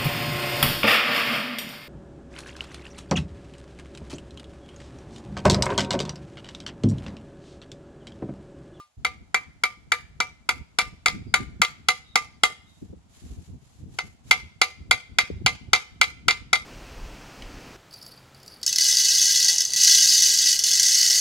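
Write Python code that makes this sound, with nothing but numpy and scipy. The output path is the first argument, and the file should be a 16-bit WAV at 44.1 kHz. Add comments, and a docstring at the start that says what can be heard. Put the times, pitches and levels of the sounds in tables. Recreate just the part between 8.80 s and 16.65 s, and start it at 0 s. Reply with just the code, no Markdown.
"""Peening rivets in the yard

A small hammer peens rivets in a wooden handle laid on a steel bench vise. Each tap is a hard clack
and a short ring of hammer and vise, thrown back faintly by the yard; after some the handle bounces.
Light wind buffets the microphone, a far bird whistles and a sleeve rustles in the pause."""
import sys
import numpy as np
from scipy import signal
from scipy.fft import rfft, irfft
from scipy.io import wavfile

SR = 44100
rng = np.random.default_rng(int(sys.argv[2]) if len(sys.argv) > 2 else 0)


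def unload_audio(sound):
    """Save the sound as a 16-bit wav file, at the path given as the first command line argument."""
    columns = np.transpose(np.atleast_2d(sound))
    # keep every value between -1 and 1, then stretch to whole-number steps
    steps = np.round(np.clip(columns, -1, 1) * 32767)
    wavfile.write(sys.argv[1], SR, steps.astype(np.int16))


N = 346166
TIME = np.arange(N) / SR

# Tone curves for open air, wind rumble, the clack of steel on rivet and wood, and rubbing cloth.
# Each row: frequency in Hz, relative level in dB.
AIR_EQ = [(200, -19.5), (700, 5), (1500, -5.5), (4000, -10), (7500, -12), (11500, -27), (13000, -44)]
RUMBLE_EQ = [(12, -48), (22, -31.5), (52, -6.5), (76, -2.5), (112, -8), (251, -15), (497, -32),
             (536, -38.5), (603, -44), (700, -35.5), (910, -63), (1540, -120)]
CLACK_EQ = [(100, -22.5), (250, -14), (600, -7.5), (1000, -2.5), (1400, -2.5), (1800, 0), (2800, 1),
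            (4500, -2), (5600, -4), (7000, -6.5), (8800, -11), (10500, -9), (12000, -12), (13500, -35),
            (16000, -30.5)]
CLOTH_EQ = [(300, -12), (700, 0.5), (1600, -4), (3800, -1), (5400, -3), (7200, 2), (8700, -9),
            (10500, -4.5), (12000, -9), (13000, -29), (16000, -27.5)]
# The same columns for the wind's eddies, its lumpy wobble and the flutter of the cloth.
EDDY_EQ = [(60, -29.5), (160, 1.5), (300, -10), (480, -18.5), (800, -45.5), (3000, -83.5)]
LUMP_EQ = [(1, -25), (6, -14), (14, -1), (25, -0.5), (60, -45), (200, -120)]
FLUTTER_EQ = [(1, -3), (40, -3), (150, -24.5), (400, -120)]
# Sudden low puffs. Each row: start in seconds, level in dB, length in seconds, rough pitch in Hz.
WIND_PUFFS = [(0.167, -39, 0.017, 93), (2.338, -36, 0.037, 213), (2.595, -31, 0.024, 212),
              (2.795, -27.5, 0.0061, 159), (4.014, -36.5, 0.019, 232), (4.126, -39, 0.01, 315),
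              (6.498, -28, 0.0078, 323), (6.507, -31.5, 0.022, 86), (6.638, -26.5, 0.013, 101)]
# Gusts on the microphone. Each row: start in seconds, length in seconds, level in dB.
WIND_GUSTS = [(.17, 0.26, -48), (.54, 0.058, -51), (.66, 0.027, -44.5), (.96, .57, -54), (1.71, .11, -43),
              (2.01, 0.13, -45), (2.26, 0.51, -42), (2.87, .23, -52), (3.36, .36, -56), (4.01, 0.16, -47.5),
              (4.41, 0.2, -42.5), (4.67, 0.088, -41), (4.98, .17, -43.5), (5.22, 0.074, -44),
              (5.44, 0.22, -46.5), (5.97, 0.19, -44), (6.28, 0.16, -47.5), (6.5, 0.24, -39),
              (6.8, .17, -44.5), (7.1, 0.76, -49), (7.44, 0.062, -41)]
# Hammer taps; the rings depend on how the face lands.
# Each row: start in seconds, force in dB, main ring trim in dB, upper ring trim in dB.
HAMMER_TAPS = [(0.2487, -3.4, -2.5, 6), (0.5449, -2, -1.5, 6.5), (0.837, -0.9, -4, 5.5),
               (1.1199, -0.5, -5, 6.5), (1.4034, -1.8, -4.5, 6), (1.6908, -0.1, -6, 1.5),
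               (1.9875, 2, -5, 5), (2.26, 2, -3.5, 0), (2.541, 2.5, -2.5, -2.5), (2.8177, 3, -1, -1),
               (3.0862, 4, -2, -2), (3.357, 3, -4, -9), (3.6353, 4.5, -2, -15), (5.1873, -6.5, -2, -12.5),
               (5.5111, 3, 2, 4), (5.8159, 2.5, -1.5, 2.5), (6.1112, 2.5, -0.5, 2.8), (6.3863, 2, -1.3, 3),
               (6.6625, 2.5, -2, 3.5), (6.933, 3.5, -1, 5), (7.2139, 2, 0.5, 6), (7.483, 1.9, 0.5, 6),
               (7.7313, 1.5, 2, 4)]
# Each rivet's colour. Each row: start of work in seconds, then low ring, clack and tick trims in dB.
RIVET_TONES = [(0, 3, -6, -5.4), (4.5, -2.5, -2.5, -5)]
# Modes of hammer and vise.
# Each row: pitch in Hz, relative level in dB, t60 before hand damping in seconds, swell in ms.
STEEL_MODES = [(491, -31, 0.13, 0.5), (749.4, -26, 0.11, 1.5), (802.6, -23.5, 0.05, 1),
               (964.6, -28, 0.068, 1.2), (992.5, -23, 0.066, 0.81), (1197, -25, 0.18, 4),
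               (1308, -9, 0.025, 2), (1379, -8, 0.026, 1.4), (1498, -22, 0.03, 1.1),
               (1972, -17.5, 0.05, 1.1), (2075, -9, 0.099, 1.4), (2119.4, -6, 0.036, 1.5),
               (2315.4, -11, 0.068, 4.1), (2489, -17, 0.059, 4.2), (2680, -25.5, 0.16, 0.36),
               (2877, -13, 0.037, 0.29), (3250, -13, 0.022, 0.18), (3414, -15.5, 0.035, 0.17),
               (3560, -22, 0.082, 0.3), (3824, -23.5, 0.15, 0.4), (4003, -21.5, 0.082, 0.4),
               (4144, -23.5, 0.12, 0.4), (4578, -17, 0.095, 0.4), (4732, -14, 0.029, 0.96),
               (5006, -11.5, 0.018, 0.18), (6195, -24.5, 0.12, 0.3), (6520, -28.4, 0.11, 0.47),
               (7190, -23.5, 0.081, 0.64), (11660, -58.5, 0.75, 0.4)]
# The microphone's two ports. Each row: frequency in Hz, left's lead in radians, left over right in dB.
PORT_IMAGE = [(298, 0.13, -1), (540, 2.5, 3), (756, .5, 4), (1150, 1.5, -0.5), (1464, -1.6, 4.5),
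              (1662, 1.67, -3), (1840, 4.5, -1.5), (2230, 5, -1), (2300, 8.5, 3.5), (3130, 8, 4),
              (3920, 6.5, -1), (5350, 8.5, -1), (7600, 7, -0.5), (8480, 12, 3.5), (11930, 3, 1),
              (12500, 8, -2.5)]
# The tail from the trees. Each row: frequency in Hz, relative level in dB, t60 in seconds.
TREE_TAIL = [(200, 7, 0.31), (695, 6.5, 0.34), (1370, -11.5, 0.78), (2180, 3, 0.42), (3500, -4.5, 0.61),
             (6900, 2.5, 0.38), (11130, -7, 0.47), (13460, -24.5, 0.23)]
# Echoes off bench, table and sheds. Each row: delay in seconds, level in dB, t60 in seconds.
YARD_ECHOES = [(0.0164, -15.5, 0.026), (.026, -22.5, .06), (0.0656, -34, .015), (.072, -39, .12),
               (.087, -36, 0.046)]
# The handle jumps and drops back on the vise. Each row: landing in seconds, force in dB.
HANDLE_BOUNCES = [(.2655, -24), (2.014, -17.5), (2.283, -12.5), (2.849, -15), (6.4107, -21), (6.692, -26),
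                  (6.959, -15.5), (7.241, -19.5), (7.5089, -8), (7.756, -14)]
# A far bird. Each row: start in seconds, length in seconds, pitch in Hz, level in dB.
WHISTLES = [(2.467, 0.21, 4800, -64), (3.236, 0.27, 3780, -60), (3.54, 0.046, 4680, -68),
            (3.86, 0.17, 3760, -64.5)]
# The jacket rubs as the hands shift. Each row: start in seconds, length in seconds, level in dB.
SLEEVE_RUBS = [(3.84, .22, -66.5), (4.28, 0.26, -58.5), (4.58, .08, -59.5), (4.78, .22, -65.5),
               (5.08, 0.19, -59), (5.43, .12, -55)]


def amp(db):
    """Decibels to gain."""
    return 10 ** (np.asarray(db) / 20)


def unit_rms(x):
    """Scales to rms 1."""
    return x / np.sqrt(np.mean(x ** 2) + 1e-20)


def curve(points, hz, column=1):
    """One column of a table, interpolated on a log-frequency axis."""
    table = np.transpose(points)
    return np.interp(np.log(hz + 1), np.log(table[0] + 1), table[column])


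def add(mix, start, sound):
    """Drops a sound into the mix at a start in seconds."""
    part = mix[..., max(round(start * SR), 0):][..., :sound.shape[-1]]
    part += sound[..., :part.shape[-1]]


def colour(x, eq, size=2048):
    """Minimum-phase EQ, so that attacks stay sharp."""
    log_gain = np.log(amp(curve(eq, np.fft.rfftfreq(size, 1 / SR))))
    mirrored = np.concatenate([log_gain, log_gain[-2:0:-1]])
    impulse = np.fft.ifft(np.exp(np.conj(signal.hilbert(mirrored)))).real[:size // 2]
    return signal.fftconvolve(x, impulse)[:len(x)]


def noise(eq):
    """Steady shaped noise, unrelated left and right."""
    gain = amp(curve(eq, np.fft.rfftfreq(N, 1 / SR)))
    return unit_rms(irfft(rfft(rng.standard_normal((2, N))) * gain, N))


def swells(events, rise_s, fall_s, rest_db):
    """Envelope of events that rise, hold and die away over a resting level."""
    power = amp(rest_db) ** 2
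    for start, length, db in events:
        attack = np.clip((TIME - start) / rise_s, 0, 1)
        release = np.exp(-np.clip((TIME - start - length) / fall_s, 0, 20))
        power = power + (amp(db) * attack * release) ** 2
    return np.sqrt(power)


def air(db=-68, opening_db=-7):
    """A quiet bed of open air, stiller in the first moment."""
    return noise(AIR_EQ) * amp(db + np.interp(TIME, [.16, .2], [opening_db, 0]))


def dying_ring(hz=1200, db=-36, t60=0.15, scatter_db=-47, scatter_t60=0.24):
    """The scene opens on the fading low ring and scatter of an earlier tap."""
    t = np.minimum(TIME, 1)
    scatter = amp(scatter_db - 60 * t / scatter_t60) * colour(rng.standard_normal(N), CLACK_EQ)
    return amp(db - 60 * t / t60) * np.sin(2 * np.pi * hz * TIME) + scatter


def puffs():
    """Short, low thumps of air on the microphone."""
    out = np.zeros((2, N))
    t = np.arange(SR // 4) / SR
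    for start, db, length, hz in WIND_PUFFS:
        band = signal.butter(3, [hz / 2, hz * 1.344], "band", fs=SR, output="sos")
        burst = rng.standard_normal((2, len(t))) * (t / length) * np.exp(-2 * t / length)
        add(out, start, amp(db) * unit_rms(signal.sosfilt(band, burst)) * np.sqrt(length / t[-1]))
    return out


def wind(lump_db=3.5, eddy_db=-11, eddy_growth=1.3, strong_db=-30, crossfeed=.12):
    """Lumpy rumble, partly shared by the ports; stronger gusts shed smaller, higher eddies."""
    fade_in = np.clip((TIME - 0.171) / 0.018, .05, 1)
    level = swells(WIND_GUSTS, rise_s=0.018, fall_s=0.02, rest_db=-56.5) * fade_in
    lumps = unit_rms(amp(lump_db * noise(LUMP_EQ)))
    eddies = noise(EDDY_EQ) * amp(strong_db + eddy_db) * (level / amp(strong_db)) ** eddy_growth
    rumble = noise(RUMBLE_EQ + [(2000, -92)]) * level
    pair = lumps * (rumble + eddies)
    return pair + crossfeed * pair[::-1]


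def hammer():
    """The taps and the handle's bounces, close up and thrown back by the yard."""
    direct, thrown_back = dying_ring(), np.zeros((2, N))
    grain = rng.standard_normal(SR // 2)  # the dense, quickly damped modes of the wooden handle
    taps = [(start, force_db, tap_tone(start, force_db, main_db, upper_db))
            for start, force_db, main_db, upper_db in HAMMER_TAPS]
    bounce_tone = dict(low_db=-6, main_db=-6, upper_db=-6, clack_db=2.5, tick_db=-4)
    bounces = [(start, force_db, bounce_tone) for start, force_db in HANDLE_BOUNCES]
    for start, force_db, tone in taps + bounces:
        hit = amp(force_db) * blow(grain, **tone)
        add(direct, start, hit)
        add(thrown_back, start, yard(hit))
    return ports(direct) + thrown_back


def tap_tone(start, force_db, main_db, upper_db):
    """The rivet colours a tap; harder blows reach deeper into the vise and sound brighter."""
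    _, low_db, clack_db, tick_db = [rivet for rivet in RIVET_TONES if rivet[0] <= start][-1]
    return dict(low_db=low_db + 0.27 * force_db, main_db=main_db, upper_db=upper_db,
                clack_db=clack_db + 0.35 * force_db, tick_db=tick_db + 0.5 * force_db)


def blow(grain, low_db, main_db, upper_db, clack_db, tick_db, ring_db=-2, likeness=0.59):
    """One hit: a crack of contact and a brief rattle, partly alike each time, plus the ring."""
    t = np.arange(len(grain)) / SR
    brightness = [(1500, 0), (3000, clack_db), (5200, clack_db), (7500, tick_db)]
    crack = amp(-9) * np.exp(-t / 0.0024)
    rattle = amp(-18) * np.exp(-t / 0.0087)
    texture = likeness * grain + np.sqrt(1 - likeness ** 2) * rng.standard_normal(len(t))
    clack = colour(colour(2 * (crack + rattle) * texture, CLACK_EQ), brightness)
    mode_hz = np.transpose(STEEL_MODES)[0]
    trims_db = curve(brightness, mode_hz)
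    for hz, db in (1200, low_db), (2080, main_db), (2115, main_db), (2325, upper_db):
        trims_db[np.argmin(abs(mode_hz - hz))] = db
    return clack + ring(t, trims_db + ring_db)


def ring(t, trims_db, spread_db=0.84, detune=0.0022):
    """The modes swell as the blow spreads through the steel, then die; the grip detunes them a touch."""
    hz, db, t60, swell_ms = np.transpose(STEEL_MODES)[:, :, None]
    t60 = t60 * np.where(hz > 2600, 0.68, 1)  # the hand on the work damps the high modes
    level_jitter, pitch_jitter, phase_jitter = rng.standard_normal((3, len(STEEL_MODES), 1))
    attack = 1 - np.exp(-t / (swell_ms / 1000))
    decay = amp(db + trims_db[:, None] + spread_db * level_jitter - 60 * t / t60)
    phase = 2 * np.pi * hz * (1 + detune * pitch_jitter) * t + phase_jitter * hz / 3000
    return (attack * decay * np.sin(phase)).sum(0)


def ports(x, size=256):
    """Stereo image: the housing gives each microphone port its own phase and level."""
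    hz = np.fft.rfftfreq(size, 1 / SR)
    left = np.exp(.5j * curve(PORT_IMAGE, hz)) * amp(curve(PORT_IMAGE, hz, column=2) / 2)
    impulses = np.fft.fftshift(irfft(np.array([left, 1 / left])), axes=1)
    impulses *= signal.windows.tukey(size, .5)
    return signal.fftconvolve(x[None], impulses, axes=1)[:, size // 2:][:, :N]


def yard(x, ground_db=-17, ground_t60=0.19, trees_db=-28, build_s=0.043):
    """Scatter from the ground, a few rough echoes and a faint tail from the trees."""
    t = np.arange(SR // 2) / SR
    ground, trees, *walls = rng.standard_normal((2 + len(YARD_ECHOES), 2, len(t)))
    hz, frame_s, spectrum = signal.stft(trees * np.minimum(t / build_s, 1), SR, nperseg=256)
    tail_db = curve(TREE_TAIL, hz)[:, None] - 60 * frame_s / curve(TREE_TAIL, hz, column=2)[:, None]
    tail = signal.istft(spectrum * amp(tail_db), SR, nperseg=256)[1][:, :len(t)]
    response = amp(trees_db) * unit_rms(tail)
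    echoes = [(.005, ground_db, ground_t60)] + YARD_ECHOES
    for scatter, (delay, db, t60) in zip([ground] + walls, echoes):
        response += amp(db) * unit_rms(scatter * amp(-60 * abs(t - delay) / t60) * (t > delay))
    return signal.fftconvolve(x[None], response / np.sqrt(len(t)), axes=1)


def bird(blur=.02):
    """Thin whistles, smeared on their way through the trees."""
    out = np.zeros((2, N))
    for start, length, hz, db in WHISTLES:
        t = np.arange(int(length * SR)) / SR
        band = signal.butter(2, [hz * (1 - blur), hz * (1 + blur)], "band", fs=SR, output="sos")
        note = unit_rms(signal.sosfilt(band, rng.standard_normal((2, len(t)))))
        add(out, start, amp(db) * note * np.sin(np.pi * np.sqrt(t / length)))
    return out


def sleeve(flutter_db=2, arm_db=-76.5):
    """Cloth on cloth: a hiss that catches and slips, over the faint rustle of the working arm."""
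    flutter = amp(flutter_db * noise(FLUTTER_EQ))
    return noise(CLOTH_EQ) * flutter * swells(SLEEVE_RUBS, rise_s=0.067, fall_s=0.056, rest_db=arm_db)


def scene():
    """Taps and their echoes up front, over wind, cloth, open air and the bird."""
    return hammer() + wind() + puffs() + sleeve() + air() + bird()


def record(dry, ceiling=.9, cutoff_hz=16500):
    """A soft clip rounds the loudest peaks; a steep low-pass trims the very top."""
    rounded = ceiling * np.tanh(dry / ceiling)
    lowpass = signal.firwin(255, cutoff_hz, window=("kaiser", 9), fs=SR)
    return signal.oaconvolve(rounded, lowpass[None], "same")


dry = scene()
out = record(dry)
unload_audio(out)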